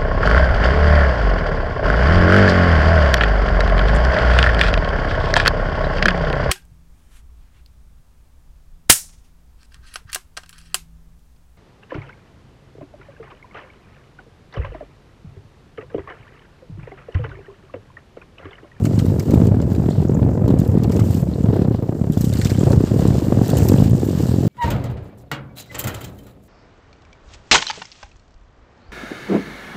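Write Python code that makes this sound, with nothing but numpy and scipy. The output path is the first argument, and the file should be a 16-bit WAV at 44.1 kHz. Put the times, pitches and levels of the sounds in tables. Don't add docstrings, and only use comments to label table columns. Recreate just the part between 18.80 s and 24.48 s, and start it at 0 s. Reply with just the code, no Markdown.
import sys
import numpy as np
from scipy import signal
from scipy.fft import rfft, irfft
from scipy.io import wavfile
from scipy.ndimage import uniform_filter1d

SR = 44100
rng = np.random.default_rng(int(sys.argv[2]) if len(sys.argv) > 2 else 0)


def dump_mix(stems):
    frames = np.atleast_2d(stems).T
    limited = np.clip(frames, -1, 1)
    pcm = np.round(limited * 32767).astype(np.int16)
    wavfile.write(sys.argv[1], SR, pcm)


def gain_from_db(level_db):
    decades = np.asarray(level_db, float) / 20
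    return 10 ** decades


N = 250488

# t/s, rumble level/dB, flutter re rumble/dB, eddy rate/Hz
GUSTS = [(0.0, -17.5, -31, 50.4), (0.3, -18, -12.5, 47.4), (0.4, -18, -11.5, 38), (0.45, -22.5, -9, 55),
         (0.49, -12.5, -12, 40), (0.73, -17, -8, 45.4), (0.84, -20.5, -12, 59), (1.1, -17, -16, 49),
         (1.15, -20.5, -16, 64.4), (1.21, -13.5, -19, 55), (1.275, -21.5, -6.5, 46), (1.31, -17.5, -8, 44),
         (1.42, -16.5, -12, 60), (1.5, -14, -12.5, 49), (1.545, -19.5, -9, 50.5), (1.62, -17.5, -5.5, 48),
         (1.8, -16.5, -13, 48), (2.0, -16.5, -10.5, 42.3), (2.14, -14.5, -10.5, 40.5), (2.5, -22, -13, 40),
         (2.78, -17.5, -4, 30.3), (2.96, -25.5, -3.5, 33), (3.21, -28, 0, 31.8), (3.43, -20, -15.5, 34.8),
         (3.75, -20.5, -15.5, 33), (3.93, -14, -4, 33), (4.03, -19, -17, 27.6), (4.07, -23, -8, 34.7),
         (4.13, -15.5, -8, 33), (4.3, -17, -10.5, 57.5), (4.41, -21, -3.5, 41.8), (4.52, -18, -6, 38),
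         (4.62, -17.5, -5, 43.7), (4.67, -23.5, -0.5, 41.8), (4.73, -15.5, -4, 47.4),
         (4.93, -14, -9.5, 48.4), (5.06, -16, -30, 55), (5.3, -21, -7, 55), (5.44, -16, -13, 43),
         (5.475, -27, 1, 50), (5.52, -20, -10.5, 45.5), (5.68, -19.5, -5, 47)]
# f/Hz, level/dB
WIND_SPECTRUM = [(15, -74), (25, -39), (81, 4), (112, 5), (243, -6.5), (468, -14.5), (1200, -38),
                 (2500, -50.5), (3250, -61), (5500, -120)]
# t/s, hiss level/dB, fine spray above about 10 kHz re hiss/dB,
# burble below about 5 kHz re hiss/dB
WATER_RUN = [(0.0, -61, -4, 1), (0.15, -51, -7, 3.5), (0.3, -55.5, -1, 6.5), (0.47, -52, -2, 2),
             (0.66, -53, -4, 3), (0.78, -60, -1, 8), (0.95, -55, -5, 3), (1.15, -56.5, -5.5, 5.5),
             (1.4, -59, -3, 2.5), (1.64, -59.5, -5, 1.5), (1.8, -55.5, -3, 1), (2.1, -61, -3, 8.5),
             (2.15, -49, -3, -2), (2.22, -51, -2, 0), (2.34, -46.5, -3, 5), (2.41, -51.5, -6, 5.5),
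             (2.44, -57, -4, 0), (2.75, -58, -2, 12), (3.01, -61, -2, 5), (3.3, -59.5, -3, 2),
             (3.4, -50, 0, 5), (3.5, -48, -8, -4), (3.54, -53.5, -10, 12), (3.6, -42, -12, -2),
             (3.66, -45.5, -13, 6), (3.72, -41.5, -4, 0.5), (3.77, -46.5, -3, 3.5), (3.92, -45, -10, 0),
             (3.96, -51.5, -3, 6.5), (4.1, -50.5, -6, 7), (4.26, -45.5, -6, 6), (4.45, -48, -3, 2.5),
             (4.6, -45, -5, 3), (4.66, -45, -4, 4.5), (4.7, -49.5, 4, 9), (4.76, -44, -10, 1),
             (4.8, -38.5, -8, -2.5), (4.87, -41, 1, -1.5), (4.95, -42, -5, 1.5), (5.04, -43, -2, 6),
             (5.13, -49.5, -3.5, 2), (5.41, -45, -3, 3), (5.68, -54, -1, 7)]
# f/Hz, level/dB
WATER_SPECTRUM = [(880, 1.5), (1500, -3.5), (1710, -2), (1850, -3), (2020, -8.5), (2440, -9), (2830, -3.5),
                  (3310, -6), (4640, -3), (6370, -4), (7460, 1), (10600, -15), (13900, -7), (15100, -11),
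                  (16000, -21)]
# t/s, push level/dB, pitch f/Hz, rasp re push/dB
STRONG_EDDIES = [(0.028, -6.5, 169, -38), (0.067, -10.5, 180, -21), (0.093, -17.5, 170, -26),
                 (0.138, -10.5, 194, -12), (0.182, -4, 167, -19), (0.227, -4, 164, -34),
                 (0.251, -3.5, 186, -37), (0.284, -9, 155, -25), (0.323, -3, 315, -29),
                 (0.484, -5, 214, -37), (0.504, -5, 199, -24), (0.525, -2.5, 202, -22),
                 (0.541, 6, 222, -22), (0.561, -0.5, 240, -25), (0.579, -1, 162, -15.5),
                 (0.604, -6.5, 190, -17), (0.621, 3, 216.6, -21), (0.638, -3, 192, -23),
                 (0.656, -5.5, 165, -21), (0.677, -1, 171, -24), (0.693, -12, 199.3, -14),
                 (0.717, -11, 143, -24), (0.749, -6, 181.6, -28), (0.773, -5.5, 198, -29),
                 (0.805, -7, 256, -12.5), (0.828, -6.5, 185, -18), (0.856, -5.5, 180, -32),
                 (0.922, -7.5, 219, -12), (0.984, -2, 224, -30), (1.041, -14.5, 191, -13),
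                 (1.066, -3, 167, -16), (1.091, 0.5, 238.5, -17.5), (1.182, -21.5, 185, -41),
                 (1.202, -10, 161, -21), (1.228, -13, 174.8, -9.5), (1.254, -5, 211.8, -22),
                 (1.298, 1, 304, -24), (1.378, -6.5, 179, -37), (1.42, -1, 197.7, -27),
                 (1.435, -5.5, 155, -12), (1.463, -12, 158, -34), (1.477, -2, 224, -39),
                 (1.493, -0.5, 200.8, -24), (1.599, -7, 164.8, -25), (1.624, -3, 185, -22),
                 (1.682, -4, 201.4, -21), (1.695, -2.5, 297, -17.5), (1.707, 2.5, 196.7, -18.5),
                 (1.726, -4.5, 131.7, -18.5), (1.742, 2.5, 268.3, -23.5), (1.797, 0.5, 172.8, -29),
                 (1.82, -2.5, 188, -16), (1.84, -10, 151.7, -24), (1.892, -7, 156, -27),
                 (1.916, -20, 179.8, -25), (1.937, -3.5, 190, -37), (1.955, 0, 288, -25),
                 (1.977, 1, 228.4, -23.5), (2.052, -4, 211.4, -13), (2.099, -2.5, 192.2, -34),
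                 (2.126, -14.5, 166, -19), (2.174, -7.5, 182, -9), (2.195, -4, 200.6, -13.5),
                 (2.221, -4.5, 175.7, -19), (2.239, -10, 182.8, -23), (2.265, -17, 153.4, -15),
                 (2.352, -2.5, 197.4, -33), (2.384, -7, 165.3, -31), (2.431, -11, 152, -16),
                 (2.49, -4, 199.6, -36), (2.609, -4.5, 181, -42), (2.644, -2, 182.7, -23),
                 (2.664, -12, 226.6, -9), (2.69, -1.5, 159.5, -18), (2.734, -11, 241, -6),
                 (2.795, -1, 184, -18.5), (2.822, -2, 235.5, -18), (2.853, -7, 198, -11),
                 (2.886, -1, 199.6, -24), (2.913, -2, 255.6, -34), (2.949, -4.5, 193.8, -15),
                 (2.993, -13.5, 170, -18), (3.028, -9, 227.4, -14), (3.095, -6.5, 185.2, -15),
                 (3.129, -17, 200, -11), (3.154, -8.5, 236.8, -16), (3.217, -2.5, 154.6, -22),
                 (3.244, -10, 200, -12), (3.274, -10.5, 149, -15), (3.302, 0, 182.3, -27),
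                 (3.375, 0.5, 205, -20), (3.411, -1.5, 170, -24), (3.444, -4, 220, -24),
                 (3.476, -4.5, 166.9, -36), (3.593, -4, 201.4, -25), (3.658, -1.5, 160.2, -22.5),
                 (3.72, -4, 213, -21), (3.787, -2.5, 178.6, -36), (3.814, -5.5, 165, -11),
                 (3.836, -0.5, 157, -13), (3.873, -4, 199, -13.5), (3.909, -5, 180.8, -12.5),
                 (3.9371, 0.5, 390, -11), (3.946, -8.5, 119, -33), (3.964, -15, 190, -19),
                 (3.978, 2.5, 143.4, -27), (4.009, 1, 259.5, -19), (4.041, 2, 249.7, -27),
                 (4.119, -3, 196, -16), (4.165, -8, 178, -32), (4.198, -2, 225, -15.5),
                 (4.226, -2, 174.2, -13.5), (4.256, 2, 263, -21), (4.286, 0, 145.6, -31),
                 (4.308, -2, 193.5, -16.5), (4.356, -14.5, 260.3, -3), (4.384, -8, 234, -29),
                 (4.486, -1.5, 193, -18), (4.502, -17, 210.6, -11), (4.526, 0.5, 185, -14.5),
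                 (4.551, -10, 189.3, -27), (4.575, -6.5, 217.3, -11), (4.618, 2.5, 189.6, -21),
                 (4.714, -5, 224.7, -14), (4.734, 0.5, 212.6, -20), (4.808, -5.5, 197.6, -23),
                 (4.828, -10.5, 195, -19), (4.857, -7, 197, -34), (4.9, 2, 274.6, -34),
                 (4.923, 1.5, 260, -17.5), (4.944, 3, 187.5, -17), (4.987, -5.5, 167.3, -12),
                 (5.005, -4, 206.3, -12), (5.025, 4.5, 176, -25.5), (5.062, -2, 200.1, -28),
                 (5.134, -6, 260.8, -13.5), (5.151, -7.5, 174, -31), (5.236, -2, 252.7, -16),
                 (5.269, -6.5, 202.8, -29), (5.29, -5.5, 256.7, -17.5), (5.333, -9, 159, -21),
                 (5.354, -7.5, 190.2, -29), (5.378, -5, 183.4, -38), (5.408, -6, 246.5, -16),
                 (5.438, -4.5, 174, -18), (5.46, -12, 191, -10.5), (5.495, -3.5, 193.4, -18),
                 (5.543, -3, 253.7, -26), (5.587, -1, 205.2, -35), (5.611, -4.5, 203, -25),
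                 (5.67, -6.5, 188.5, -24)]
# t/s, level/dB, centre f/Hz, treble spit re body/dB
SLAPS = [(0.0393, -30, 7400, -14), (0.0526, -23.5, 4960, -23), (0.055, -26.5, 2670, -22),
         (0.069, -36, 4970, -20), (0.158, -34, 4800, -15), (0.1865, -33, 5040, -20),
         (0.191, -20.5, 4800, -18), (0.198, -26.5, 2780, -17), (0.209, -37, 6060, -12),
         (0.2562, -28, 6550, -20), (0.2902, -39, 3950, -15), (0.397, -20, 5540, -4),
         (0.5091, -25, 5770, -2), (0.5393, -23.5, 6440, -6), (0.549, -40, 6200, 13),
         (0.6534, -32.5, 4520, -12), (0.6704, -26.5, 6300, -7), (0.8163, -30, 5067, -21),
         (0.95, -30, 4030, -10), (0.962, -36, 5100, -6), (1.1037, -30, 6350, -20), (1.308, -38, 7500, -13),
         (1.6807, -28, 5540, -5), (1.7037, -30, 3490, -15), (1.789, -24, 7600, -16), (1.8016, -31, 6045, 3),
         (1.8497, -35, 3960, -12), (1.9829, -35, 3488, -11), (2.036, -23.5, 4770, -7),
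         (2.096, -34.5, 2988, -25), (2.114, -33, 5700, -3), (2.1208, -24.5, 4895, -7),
         (2.165, -25, 6020, -14), (2.1956, -23, 2977, -20), (2.2006, -29, 4260, -9),
         (2.2438, -33, 6450, -15), (2.2602, -33, 6100, -18), (2.31, -34, 6890, 0), (2.345, -27, 6030, -2),
         (2.371, -34, 6680, -15), (2.38, -42, 3240, -20), (2.4172, -39, 7400, 7), (2.7641, -33, 2994, -25),
         (2.821, -34, 4492, -20), (3.2385, -43, 7472, -8), (3.323, -30, 6570, 2), (3.334, -28.5, 7400, -3),
         (3.3762, -27, 5990, -2), (3.4143, -20, 6910, -1), (3.4213, -33, 6705, 2), (3.444, -22, 6800, -9),
         (3.431, -41, 7014, 5), (3.448, -35, 5000, -12), (3.451, -30, 6540, 6), (3.4937, -26, 6400, -23),
         (3.5204, -37, 3570, -20), (3.528, -25.5, 4390, -18), (3.5383, -25, 4063, -5),
         (3.556, -27, 4026, -12), (3.571, -21.5, 4795, -21.5), (3.5873, -34, 7190, 6),
         (3.6148, -17.5, 4000, -19), (3.621, -32, 6796, -15), (3.6485, -14.5, 5550, -14),
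         (3.659, -22.5, 3415, -7), (3.671, -23, 4480, -14), (3.697, -25, 4504, -16),
         (3.7026, -20.5, 4916, -18), (3.712, -34, 4087, -10), (3.75, -36, 3200, -18),
         (3.775, -31, 4030, -18), (3.804, -31, 6000, -18), (3.838, -25, 5614, -16), (3.855, -34, 7500, -12),
         (3.9197, -23, 5670, -16), (4.2063, -28.5, 6794, -12), (4.2765, -23, 7000, -10),
         (4.692, -25, 6526, -15), (4.7014, -18, 6690, -6), (4.717, -29, 4960, -15), (4.7708, -15, 7860, -9),
         (4.778, -35, 6985, 1), (4.7817, -23, 6670, 0), (4.786, -28, 5960, 8), (4.8865, -16, 6185, 2),
         (4.889, -21, 5003, -3), (4.918, -39, 6320, 6), (4.933, -29, 5500, -4), (4.959, -30, 4493, -6),
         (5.0716, -31, 4396, -7), (5.078, -31, 4006, -12), (5.11, -30, 7487, -12), (5.1971, -27, 7400, -12),
         (5.242, -35, 6657, -9), (5.2954, -33, 4360, -12)]
# t/s, level/dB, 5.5-9 kHz part re treble/dB
FINE_DROPLETS = [(0.037, -46, 0), (0.0475, -29, -10), (0.2472, -40, 1), (0.2647, -33, -10),
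                 (0.4278, -33, 0), (0.5825, -39, -7), (0.652, -38, -5), (0.829, -47, -9),
                 (0.9312, -34, -12), (1.012, -43, -12), (1.799, -28, -21), (1.877, -32, -5),
                 (2.6325, -43, -3), (3.0265, -40, -16), (3.1236, -45, -13), (3.4097, -21, -1),
                 (3.414, -27, -13), (3.5362, -26.5, 2.5), (3.5507, -28, -4), (3.5855, -31, -10),
                 (3.904, -29, -1), (4.0108, -35, -4), (4.6737, -33, -12), (4.6807, -26, 2),
                 (4.771, -31, -7), (5.097, -28, -10), (5.2585, -35, -12)]
# t/s, level/dB, starting pitch f/Hz
LONE_DRIPS = [(0.818, -34, 7100), (1.103, -36, 6700), (1.119, -34, 4100), (1.284, -35, 6500),
              (1.3455, -33, 7000), (1.3505, -35, 6800), (2.482, -49, 7704), (2.527, -50, 4200),
              (2.537, -35, 4026), (2.585, -49, 7570), (2.621, -41, 7040), (2.637, -39, 6812),
              (2.74, -49, 8736), (2.957, -49, 7204), (3.146, -50, 7300), (3.155, -49, 8310),
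              (3.188, -46, 7100), (3.196, -46, 6930), (3.453, -41, 2900), (3.618, -33, 1680),
              (3.652, -33, 1988), (3.666, -33, 2217), (3.703, -31, 2100), (3.709, -34, 1600),
              (3.716, -34, 2485), (3.734, -39, 2903), (3.748, -35, 2953), (3.774, -35, 3900),
              (3.793, -25, 7202), (4.984, -31, 3297), (5.008, -32, 4996), (5.118, -30, 7000)]

LESSER_DB, LESSER_SCATTER_DB, LESSER_HZ, LESSER_RASP_DB, LESSER_JITTER = 8, 3.5, 185, -20.5, 0.0987
SLAP_SCALE_S, KNOCK_DB, KNOCK_DB_PER_OCTAVE = 0.017, -8, -12
SPIT_T60_S, TICK_T60_S = 0.0052, 0.0049
FOAM_DB, FOAM_S, FOAM_LEAD_S = -18.5, 0.0051, 0.0033
SPATTER_PER_S, SPATTER_DB, SPATTER_SCATTER_DB, SPATTER_HZ = 3, -39, 2.5, (3500, 7500)
SPATTER_FOLLOW = 0.22
DRIP_CYCLE_SCALE, DRIP_CHIRP_PER_S = 10.4, 7.4


def unit(x):
    return x / np.sqrt(np.mean(x ** 2))


def curve(table):
    s, *columns = np.transpose(table)
    return [np.interp(np.arange(N) / SR, s, c) for c in columns]


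def colour(x, points):
    hz, db = np.transpose(points)
    f = np.maximum(np.arange(N // 2 + 1) * SR / N, 1)
    return irfft(rfft(x) * gain_from_db(np.interp(np.log(f), np.log(hz), db)), N)


def split(x, centres_hz):
    f = np.log(np.maximum(np.arange(N // 2 + 1) * SR / N, 1))
    return [irfft(rfft(x) * np.interp(f, np.log(centres_hz), row), N) for row in np.eye(len(centres_hz))]


def band(x, lo_hz, hi_hz):
    return signal.sosfilt(signal.butter(2, [lo_hz, hi_hz], "band", fs=SR, output="sos"), x)


def steep_band(x, lo_hz, hi_hz):
    return band(band(x, lo_hz, hi_hz), lo_hz, hi_hz)


def walk(rate):
    k = int(SR / rate)
    held = np.repeat(rng.standard_normal(N // k + 1), k)
    return 1.43 * uniform_filter1d(uniform_filter1d(held, k), k)[:N]


def decay(t, t60_s):
    return np.exp(-np.log(1000) * t / t60_s)


def peak_one(x):
    return x / np.abs(x).max()


def add(out, s, piece):
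    i = max(int(s * SR), 0)
    out[i:i + len(piece)] += piece[:max(len(out) - i, 0)]


def buffeting(passing_s):
    level_db, bright_db, _ = curve(GUSTS)
    count = np.interp(np.arange(N) / SR, passing_s, np.arange(len(passing_s)))
    phase = count + .5 + 0.14 * walk(30) + 1
    sizes = gain_from_db(2.5 * rng.standard_normal(1000))[phase.astype(int) % 1000]
    puffs = sizes * np.sin(np.pi * phase) ** 4
    rumble = colour((0.53 + puffs) * rng.standard_normal(N), WIND_SPECTRUM)
    flutter = band(colour((0.35 + puffs) * rng.standard_normal(N), WIND_SPECTRUM), 277, 2030)
    return gain_from_db(level_db) * unit(rumble) + gain_from_db(level_db + bright_db) * unit(flutter)


def sprinkle(per_s):
    return (rng.random(N) < per_s / SR) * gain_from_db(4.0 * np.minimum(rng.exponential(size=N), 3))


def bubbles():
    out = np.zeros(N)
    t = np.arange(600) / SR
    for s, pitch, size in rng.random((2500, 3)):
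        hz = 1500 * 6.0 ** pitch
        ring = np.exp(-t * hz / 3.3) * np.sin(2 * np.pi * hz * t * (1 + 6 * t))
        add(out, s * N / SR, gain_from_db(-4.5 * np.log(size + 0.014)) * ring)
    return out


def wash():
    level_db, top_db, burble_db = curve(WATER_RUN)
    top_db = top_db + 1.2 * walk(25)
    burble_db = burble_db + 1.5 * walk(18)
    drops = sprinkle(1200) * rng.choice([-1, 1], N)
    spray = rng.standard_normal(N) + gain_from_db(1.5) * unit(drops)
    water = colour(spray * gain_from_db(1.2 * walk(30)), WATER_SPECTRUM)
    *low, top = split(water, (1500, 2500, 4000, 6500, 9000, 11500))
    low = [part * gain_from_db(1.5 * walk(30)) for part in low]
    hiss = unit(sum(low[3:])) + gain_from_db(burble_db) * unit(sum(low[:3]))
    mist = steep_band(sprinkle(150), 12000, 15000)
    top = unit(top) + gain_from_db(-17) * unit(mist)
    return gain_from_db(level_db) * (hiss + gain_from_db(top_db) * top + gain_from_db(-3.5) * bubbles())


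def eddies(rows):
    lag_s, lead_s = -0.0014, 0.0012
    cycles, tip_s, rasp_s = 0.26, 0.00029, 0.0025
    ring_hz, ring_s = 105, 0.022
    out, gate = np.zeros(N), np.zeros(N)
    t = np.arange(-900, 2500) / SR
    after = np.maximum(t, 0)
    chance = rng.standard_normal((500, 3))
    for (s, db, hz, rasp_db), (turn, skew, detune) in zip(rows, chance):
        shape = np.exp(-.5 * (t * hz / np.where(t < 0, cycles, 1.39 * cycles)) ** 2)
        push = shape * np.cos(2 * np.pi * hz * t * (1 - 15 * t) + 0.47 * turn)
        tip = gain_from_db(rasp_db - 1.5) * np.exp(-.5 * (t / tip_s) ** 2)
        swell = after / ring_s * np.exp(-after / ring_s)
        swing = -swell * np.sin(2 * np.pi * ring_hz * gain_from_db(1.15 * detune) * after)
        add(out, s + lag_s + t[0], gain_from_db(db) * (push + tip + gain_from_db(-14) * swing))
        rasp_gate = np.exp(-.5 * ((t + lead_s) / rasp_s) ** 2)
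        add(gate, s + lag_s + .001 * skew + t[0], gain_from_db(db + rasp_db) * rasp_gate)
    rasp = unit(band(colour(rng.standard_normal(N), WIND_SPECTRUM), 384, 1940))
    rasp = rasp / np.sqrt(uniform_filter1d(rasp ** 2, size=220) + 0.078)
    crackle = unit(band(rng.standard_normal(N), 930, 3800))
    thumps = colour(out, [(25, -17), (60, 1.0), (110, 1.5), (900, -6.5)])
    return thumps + gate * (rasp + gain_from_db(-26.5) * crackle)


def lesser_eddies():
    s, level_db, _, rate = np.transpose(GUSTS)
    marks = [0, *np.transpose(STRONG_EDDIES)[0], N / SR]
    times = []
    for a, b in zip(marks, marks[1:]):
        periods = max(round((b - a) * np.interp(a, s, rate)), 1)
        times += list(np.linspace(a, b, periods + 1)[1:-1])
    late, size, pitch, rasp = rng.standard_normal((400, 4))[:len(times)].T
    when = times + LESSER_JITTER * late / np.interp(times, s, rate)
    db = np.interp(times, s, level_db) + LESSER_DB + LESSER_SCATTER_DB * np.clip(size, -3, .6)
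    rasp_db = LESSER_RASP_DB + 5 * np.clip(rasp, -2, 1)
    return np.transpose([when, db, LESSER_HZ * gain_from_db(2.2 * pitch), rasp_db])


def splashes():
    out, foam_gate = np.zeros(N), np.zeros(N)
    t = np.arange(6000) / SR
    rows = [*SLAPS, *spatter()]
    for (s, db, hz, top_db), chance in zip(rows, rng.random((len(rows), 3, 2))):
        scale_s = SLAP_SCALE_S * 5000 / hz
        knock_db = KNOCK_DB + KNOCK_DB_PER_OCTAVE * np.log2(hz / 5000)
        fade = decay(t, max(0.87 * scale_s, .004))
        burst = rng.standard_normal(len(t)) * fade * np.minimum(t / 0.001, 1)
        burst[35] += 4.5
        body = peak_one(steep_band(burst, hz / 1.6, hz * 1.41) + gain_from_db(-1.5) * band(burst, 2200, 8000))
        for late, pitch in chance:
            drop_hz = hz * (.35 + .8 * pitch)
            ring = np.exp(-t * drop_hz / 8) * np.sin(2 * np.pi * drop_hz * t * (1 + 8 * t))
            add(body, late * scale_s * 0.54, gain_from_db(-11.5) * ring)
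        spit = rng.standard_normal(len(t)) * decay(t, SPIT_T60_S) * np.minimum(t / 0.00032, 1)
        top = steep_band(spit, 11000, 15800)
        knock = band(burst, 1200, 2500)
        body = body + gain_from_db(top_db) * peak_one(top) + gain_from_db(knock_db) * peak_one(knock)
        add(out, s - .0008, gain_from_db(db) * body)
        foam_swell = t / FOAM_S * np.exp(1 - t / FOAM_S)
        add(foam_gate, s - FOAM_LEAD_S, gain_from_db(db + FOAM_DB) * foam_swell)
    return out + foam_gate * unit(colour(rng.standard_normal(N), WATER_SPECTRUM))


def spatter():
    when, pitch, size, top = rng.random((int(SPATTER_PER_S * N / SR), 4)).T
    s = when * N / SR
    run_s, run_db = np.transpose(WATER_RUN)[:2]
    harder_db = np.interp(s, run_s, run_db) - np.mean(run_db)
    db = SPATTER_DB + SPATTER_FOLLOW * harder_db + SPATTER_SCATTER_DB * (2 * size - 1)
    lo_hz, hi_hz = SPATTER_HZ
    return np.transpose([s, db, lo_hz * (hi_hz / lo_hz) ** pitch, -26 + 20 * top])


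def ticks():
    out = np.zeros(N)
    t = np.arange(600) / SR
    for s, db, low_db in FINE_DROPLETS:
        burst = rng.standard_normal(len(t)) * decay(t, TICK_T60_S)
        top = steep_band(burst, 11000, 15800)
        low = band(burst, 5500, 9000)
        add(out, s, gain_from_db(db) * (peak_one(top) + gain_from_db(low_db) * peak_one(low)))
    return out


def drips():
    out = np.zeros(N)
    t = np.arange(1500) / SR
    for (s, db, hz), (beside, fade) in zip(LONE_DRIPS, rng.random((len(LONE_DRIPS), 2))):
        ring = np.sin(2 * np.pi * hz * t * (1 + DRIP_CHIRP_PER_S * t))
        neighbour = np.sin(2 * np.pi * hz * (.88 + 0.21 * beside) * t)
        cycles = DRIP_CYCLE_SCALE * (0.6 + 0.86 * fade)
        envelope = np.minimum(t / 0.00035, 1) * np.exp(-t * hz / cycles)
        add(out, s, gain_from_db(db) * envelope * (ring + gain_from_db(-7) * neighbour))
    return out


def scene():
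    passing = np.array([*STRONG_EDDIES, *lesser_eddies()])
    wind = buffeting(np.sort(passing[:, 0])) + eddies(passing)
    water = wash() + splashes() + ticks() + drips()
    return (wind + water)[None]


def top_cut(x):
    return signal.sosfilt(signal.butter(12, 16510, fs=SR, output="sos"), x)


def record(dry):
    x = signal.sosfilt(signal.butter(4, 42, "high", fs=SR, output="sos"), dry)
    x = x / (1 + np.abs(x / .95) ** 4) ** .25
    x = signal.sosfilt(signal.ellip(12, .2, 70, 15550, fs=SR, output="sos"), x)
    return top_cut(x)


dry = scene()
out = record(dry)
dump_mix(out)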